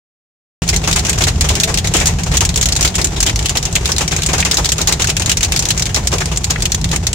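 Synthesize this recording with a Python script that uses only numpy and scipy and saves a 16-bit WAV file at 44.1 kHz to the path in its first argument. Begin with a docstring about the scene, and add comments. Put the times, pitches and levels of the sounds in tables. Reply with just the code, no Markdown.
"""Heavy rain from inside a slow car

Heard from the front seat, fat drops crack on the windshield and patter, duller and longer, on the
roof and bonnet; a few set a patch of panel ringing. Fine rain blurs into a wash between them, and
a rubber wiper blade whines once on the wet glass. Underneath, the tyres shake the body into a
rumble, bumps make the cabin air boom and the engine hums quietly."""
import sys
import numpy as np
from scipy import signal
from scipy.io import wavfile
from scipy.ndimage import uniform_filter1d

SR = 44100
rng = np.random.default_rng(int(sys.argv[2]) if len(sys.argv) > 2 else 0)


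def bounce(signal):
    """Save signal as a 16-bit WAV file at the path given by the first command-line argument."""
    frames = np.transpose(np.atleast_2d(signal))
    limited = np.clip(frames, -1, 1)
    pcm = np.round(limited * 32767).astype(np.int16)
    wavfile.write(sys.argv[1], SR, pcm)


N = 314874
TIME = np.arange(N) / SR


def gain_of(db):
    """Decibels to amplitude."""
    return 10 ** (np.asarray(db) / 20)


def unit_rms(x):
    """Scales a signal to an rms of 1."""
    return x / np.sqrt(np.mean(x ** 2) + 1e-20)


def add(mix, start_s, sound):
    """Lays a sound into the stereo mix at start_s."""
    part = mix[:, round(start_s * SR):][:, :sound.shape[1]]
    part += sound[:, :part.shape[1]]


def stereo_noise(size, alike=0):
    """White noise whose two sides have the share `alike` of their power in common."""
    noise = rng.standard_normal((3, size))
    return np.sqrt(alike) * noise[0] + np.sqrt(1 - alike) * noise[1:]


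def colour(x, curve, size=8192):
    """Minimum-phase EQ of unit energy: shapes the tone and keeps attacks sharp."""
    hz, db = np.transpose(curve)
    bin_hz = abs(np.fft.fftfreq(size, 1 / SR)) + 1
    log_gain = np.log(gain_of(np.interp(np.log(bin_hz), np.log(hz), db)))
    taps = np.fft.ifft(np.exp(np.conj(signal.hilbert(log_gain)))).real[:size // 2]
    return signal.oaconvolve(x, taps[None] / np.linalg.norm(taps), axes=1)[:, :N]


def resonate(x, hz, width_hz):
    """One resonance with a peak gain of 1."""
    return signal.lfilter(*signal.iirpeak(min(hz, SR / 2 - 1), hz / width_hz, SR), x)


def road(boom_db=-7.0, boom_hz=157, boom_width_hz=40):
    """The tyres shake the body; bumps make the cabin air boom at its own resonance."""
    # road noise in the cabin, falling as the car slows: time_s, level_db
    road_levels = [(0.62, -18.5), (2.5, -16.5), (3.0, -20), (4.7, -21.5), (5.6, -20.5), (7.14, -20.5)]
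    # bumps in the road: centre_s, half_length_s, rumble_lift_db, boom_lift_db
    bumps = [(1.382, 0.17, 2.5, -1.5), (2.18, 0.11, -2.5, 4.5), (3.35, 0.043, 4.5, -2),
             (4.345, .09, 1.5, 9), (5.206, 0.15, 1.5, -0.5), (6.842, 0.046, 7.5, 7)]
    # tone of the shaking body: frequency_hz, gain_db
    rumble_eq = [(28, -33.5), (42, 2.5), (62, 3), (105, -0.5), (160, -10.5), (240, -17), (900, -75)]
    lift_db = sum(np.outer(db, np.exp(-((TIME - s) / half_s) ** 2)) for s, half_s, *db in bumps)
    rumble_gain, boom_gain = gain_of(np.interp(TIME, *np.transpose(road_levels)) + lift_db)
    rumble = unit_rms(colour(stereo_noise(N, alike=0.99), rumble_eq))
    air = resonate(stereo_noise(N, alike=0.97), boom_hz, boom_width_hz)
    boom = unit_rms(resonate(air, boom_hz, boom_width_hz))
    return rumble_gain * rumble + gain_of(boom_db) * boom_gain * boom


def engine(hum_db=-29, firing_hz=61, wander=0.06, octave_db=-9):
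    """A quiet hum at the drifting firing rate and its octave."""
    drift = unit_rms(uniform_filter1d(uniform_filter1d(rng.standard_normal(N), SR // 2), SR // 8))
    phase = 2 * np.pi * np.cumsum(firing_hz * (1 + wander * drift)) / SR
    return gain_of(hum_db) * (np.sin(phase) + gain_of(octave_db) * np.sin(2 * phase))


def rainfall(time_s):
    """How hard it rains at time_s, in dB."""
    # surges and lulls of the downpour: time_s, level_db
    surges = [(0.62, 4), (1.3, 1.5), (2.05, 3), (2.2, 0.5), (2.4, -4.5), (2.85, 0.5), (3.1, -4.5),
              (3.7, -0.5), (4.5, 1.5), (5.45, 1), (5.9, -3.5), (6.5, -7.5), (7.14, -8.5)]
    return np.interp(time_s, *np.transpose(surges))


def fine_rain(level_db=-27.0, drops_per_s=300, spread_db=5.0, t60_s=0.076, wash=0.58, follow=0.29):
    """Countless small drops, a few larger, ring the whole body and blur into a wash."""
    # tone of the body under fine rain: frequency_hz, gain_db
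    patter_eq = [(150, -3), (380, 14), (560, 6), (750, 9), (1200, -0.5), (2400, -2.5), (4500, -6.5),
                 (6900, -0.5), (10400, -18.5), (16000, -24)]
    sizes = gain_of(spread_db * np.minimum(rng.exponential(1, N), 3))
    hits = sizes * (rng.random(N) < drops_per_s / SR)
    ring_power = signal.lfilter([1], [1, -gain_of(-120 / (t60_s * SR))], hits ** 2)
    patter = unit_rms(np.sqrt(ring_power) * stereo_noise(N)) + wash * stereo_noise(N)
    return gain_of(level_db + follow * rainfall(TIME)) * unit_rms(colour(patter, patter_eq))


def shower(level_db, span_db, count):
    """Lesser drops scattered all along, louder in harder rain: rows of start_s, level_db."""
    jitter, share = rng.random((count, 2)).T
    start_s = (np.arange(count) + jitter) / count * N / SR
    return list(zip(start_s, level_db + rainfall(start_s) + span_db * share))


def strike(envelope, low_hz, high_hz, pan_db, spatter_db, width_share=0.16):
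    """A panel's dense modes ring, shaken by droplets; the spot hit favours two pitches and one side."""
    size = len(envelope)
    spatter = unit_rms(uniform_filter1d(rng.standard_normal(size), size=24))
    modes = stereo_noise(size) * gain_of(spatter_db * np.clip(spatter, -2, 2))
    spot_hz = low_hz * (high_hz / low_hz) ** rng.random(2)
    favoured = sum(resonate(modes, hz, width_share * hz) for hz in spot_hz)
    pan = gain_of(pan_db * rng.standard_normal() * np.array([[1], [-1]]))
    return unit_rms(modes + favoured) * envelope * pan


def windshield(ring_db=-6.0, pan_db=-0.23, splash_t60_s=0.059, snap=0.36, snap_s=0.0017,
               crack_db=-8, crack_t60_s=0.0067, crack_hz=5500):
    """Each drop cracks and dies fast in the laminated glass; the wetter the pane, the longer the splash."""
    # fat drops on the windshield: start_s, level_db
    drops = [(0.678, -12), (0.689, 2.5), (0.762, -4), (0.912, -6), (0.928, -3), (0.961, -2.5),
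             (0.993, -7.5), (1.05, -10.5), (1.066, -10), (1.095, 0), (1.22, -5.5), (1.238, -1.5),
             (1.283, -5.5), (1.409, 0.5), (1.4915, -3.5), (1.553, -6), (1.6, -3), (1.634, 3), (1.742, -4.5),
             (1.774, -4), (1.938, -2.5), (1.967, -2), (2.057, -4.5), (2.07, 1.5), (2.37, 2.5), (2.407, 1),
             (2.451, -2), (2.491, -7.5), (2.559, -3), (2.575, -4.5), (2.612, -2.5), (2.628, -1.5),
             (2.657, -1), (2.687, -5), (2.723, -3), (2.763, -2), (2.809, -3), (2.827, -1.5), (2.849, 2),
             (2.876, -5.5), (2.954, -4), (3.015, -5.5), (3.044, 1.5), (3.204, -0.5), (3.228, 0.5),
             (3.264, -3.5), (3.297, -10), (3.359, -8), (3.391, -8), (3.458, -2), (3.494, -4), (3.571, -0.5),
             (3.653, -7), (3.754, 1.5), (3.8565, -3.5), (3.918, -3.5), (3.982, -4), (4.017, -13),
             (4.078, -6.5), (4.164, -6.5), (4.22, -8.5), (4.262, -4), (4.332, -8), (4.403, -3),
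             (4.45, -6.5), (4.512, 2), (4.57, -0.5), (4.657, -3.5), (4.69, -4), (4.719, 1), (4.815, -5),
             (4.873, 3.5), (4.891, -6), (4.924, 0), (5.02, -2.5), (5.044, -7), (5.072, -6), (5.099, -3),
             (5.167, -3), (5.22, -6), (5.26, -5.5), (5.295, 0.5), (5.316, 1.5), (5.371, -3), (5.43, 1),
             (5.447, -4.5), (5.521, -1.5), (5.562, -2), (5.592, -2), (5.654, -6.5), (5.687, -6),
             (5.705, 2.5), (5.777, -8.5), (5.796, -7), (5.822, -4), (5.863, -14), (5.945, -3),
             (5.961, -3.5), (6.072, -0.5), (6.183, -9), (6.257, -9.5), (6.373, -6), (6.443, -3.5),
             (6.506, -1), (6.622, -3), (6.655, -1), (6.719, -2), (6.746, -4.5), (6.843, -6), (6.915, -7),
             (6.961, -3.5), (7.068, 0.5), (7.13, -5)]
    # tone of the glass: frequency_hz, gain_db
    glass_eq = [(200, -7.5), (1200, -9), (2000, -2.5), (2900, -2.5), (5000, -1), (7000, 4.5), (8500, -3),
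                (11000, -12.5), (16000, -18.5)]
    ring, crack = np.zeros((2, 2, N))
    t = np.arange(SR // 12) / SR
    for start_s, db in drops + shower(level_db=-14, span_db=6, count=56):
        t60_s = splash_t60_s * np.exp(0.03 * rainfall(start_s))  # 3% longer per dB of rain
        envelope = gain_of(db - 60 * t / t60_s) * (1 + snap * np.exp(-t / snap_s))
        add(ring, start_s, strike(envelope, low_hz=2200, high_hz=8520, pan_db=0.48, spatter_db=1.0))
        add(crack, start_s, gain_of(db + crack_db - 60 * t / crack_t60_s) * stereo_noise(len(t)))
    # the first instant of the impact is far brighter than the ringing
    crack = signal.lfilter(*signal.butter(1, [crack_hz, 2 * crack_hz], "band", fs=SR), crack)
    return colour(ring, glass_eq) * gain_of(ring_db + pan_db * np.array([[1], [-1]])) + crack


def roof(level_db=-2.0, rise_s=0.0027, t60_s=0.14):
    """Struck sheet metal behind the lining swells for a few milliseconds and rings on."""
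    # big splashes on the roof and bonnet: start_s, level_db
    drops = [(0.873, -9), (0.955, -13), (1.049, -16), (1.205, -9.5), (1.266, -11), (1.439, -13),
             (1.499, -12), (1.942, -7), (2.006, -10.5), (2.259, -19), (2.312, -15), (2.336, -12),
             (2.411, -11), (2.844, -10), (2.979, -10.5), (3.16, -17.5), (3.264, -9.5), (3.55, -13),
             (3.887, -13), (4.005, -10.5), (4.121, -14.5), (4.285, -12.5), (4.331, -10.5), (4.378, -12),
             (4.449, -9.5), (4.58, -12), (4.879, -14), (4.994, -11), (5.965, -13.5), (6.124, -11),
             (6.202, -13), (6.313, -16.5), (6.498, -12.5), (6.925, -13)]
    # tone of the lined metal: frequency_hz, gain_db
    metal_eq = [(100, 5), (230, 2), (390, 8), (560, 2), (720, 5), (1300, -4), (2400, -2), (4500, -8),
                (6800, 0), (10500, -17.5), (16000, -24)]
    out, t = np.zeros((2, N)), np.arange(SR // 7) / SR
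    envelope = (1 - np.exp(-t / rise_s)) ** 2 * gain_of(-60 * t / t60_s)
    envelope /= envelope.max()
    for start_s, db in drops + shower(level_db=-17.5, span_db=-2.5, count=64):
        splash = strike(envelope, low_hz=886, high_hz=4300, pan_db=0.3, spatter_db=1.5)
        add(out, start_s, gain_of(db) * splash)
    return gain_of(level_db) * colour(out, metal_eq)


def wiper(wobble=0.008):
    """Rubber sticks and slips evenly for a moment: a faint rising whine on its 2nd and 3rd partials."""
    # the blade rubbing the wet glass: time_s, pitch_hz, level_db
    rub = [(1.5, 197.7, -26), (1.58, 204, -38), (1.698, 224.6, -29.5), (1.78, 238, -39)]
    time_s, pitch_hz, level_db = np.transpose(rub)
    t = np.arange(time_s[0], time_s[-1], 1 / SR)
    waver = unit_rms(uniform_filter1d(rng.standard_normal(len(t)), size=400))
    slip_hz = np.interp(t, time_s, pitch_hz) * (1 + wobble * waver)
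    phase = 2 * np.pi * np.cumsum(slip_hz) / SR
    envelope = gain_of(np.interp(t, time_s, level_db)) * signal.windows.tukey(len(t), 0.2)
    whine = envelope * (np.sin(2 * phase) + np.sin(3 * phase))
    out = np.zeros((2, N))
    add(out, time_s[0], whine[None])
    return out


def pings(t60_cycles=70, width_share=0.29):
    """A cluster of close modes dies in a set number of cycles: high plinks are short, low knocks long."""
    # drops that set a small patch of panel ringing: start_s, level_db, pitch_hz
    drops = [(2.569, -24.5, 394), (3.031, -21.5, 297), (3.295, -10.5, 2250), (3.762, -4, 2640),
             (4.126, -21, 1380), (4.426, -7.5, 2160), (4.594, -19, 935), (5.042, -12, 1620),
             (6.135, -17.5, 490), (6.219, -13.5, 1630), (6.559, -13, 1900)]
    out, t = np.zeros((2, N)), np.arange(SR // 4) / SR
    for start_s, db, hz in drops:
        modes = resonate(stereo_noise(len(t), alike=0.49), hz, width_share * hz)
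        modes = resonate(modes, hz, 3 * width_share * hz)  # trims the skirts
        envelope = gain_of(db - 60 * hz * t / t60_cycles)
        add(out, start_s, unit_rms(modes * envelope) * np.sqrt(np.mean(envelope ** 2)))
    return out


def mic_ports(x, left_hz=4200, right_hz=9500, width_hz=2800, left_lift=0.66, right_lift=0.12):
    """Each microphone port has a mild resonance of its own."""
    left, right = x
    return np.array([left + left_lift * resonate(left, left_hz, width_hz),
                     right + right_lift * resonate(right, right_hz, width_hz)])


def scene(mono_below_hz=850):
    """Rain over the car's own sounds; long waves reach both sides alike, so the rain's bass narrows."""
    left, right = windshield() + roof() + fine_rain()
    side = signal.lfilter(*signal.butter(1, mono_below_hz, "high", fs=SR), (left - right) / 2)
    rain = (left + right) / 2 + side * np.array([[1], [-1]])
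    return rain + pings() + wiper() + road() + engine()


def record(dry, open_s=0.62, ceiling=0.63, cutoff_hz=16000):
    """Silent until open_s, the microphone rounds off the hardest cracks and cuts the top treble."""
    opened = mic_ports(dry) * (TIME >= open_s)
    rounded = opened / (1 + (opened / ceiling) ** 4) ** (1 / 4)
    lowpass = signal.firwin(255, cutoff_hz, window=("kaiser", 8), fs=SR)
    return signal.oaconvolve(rounded, lowpass[None], "same")


dry = scene()
out = record(dry)
bounce(out)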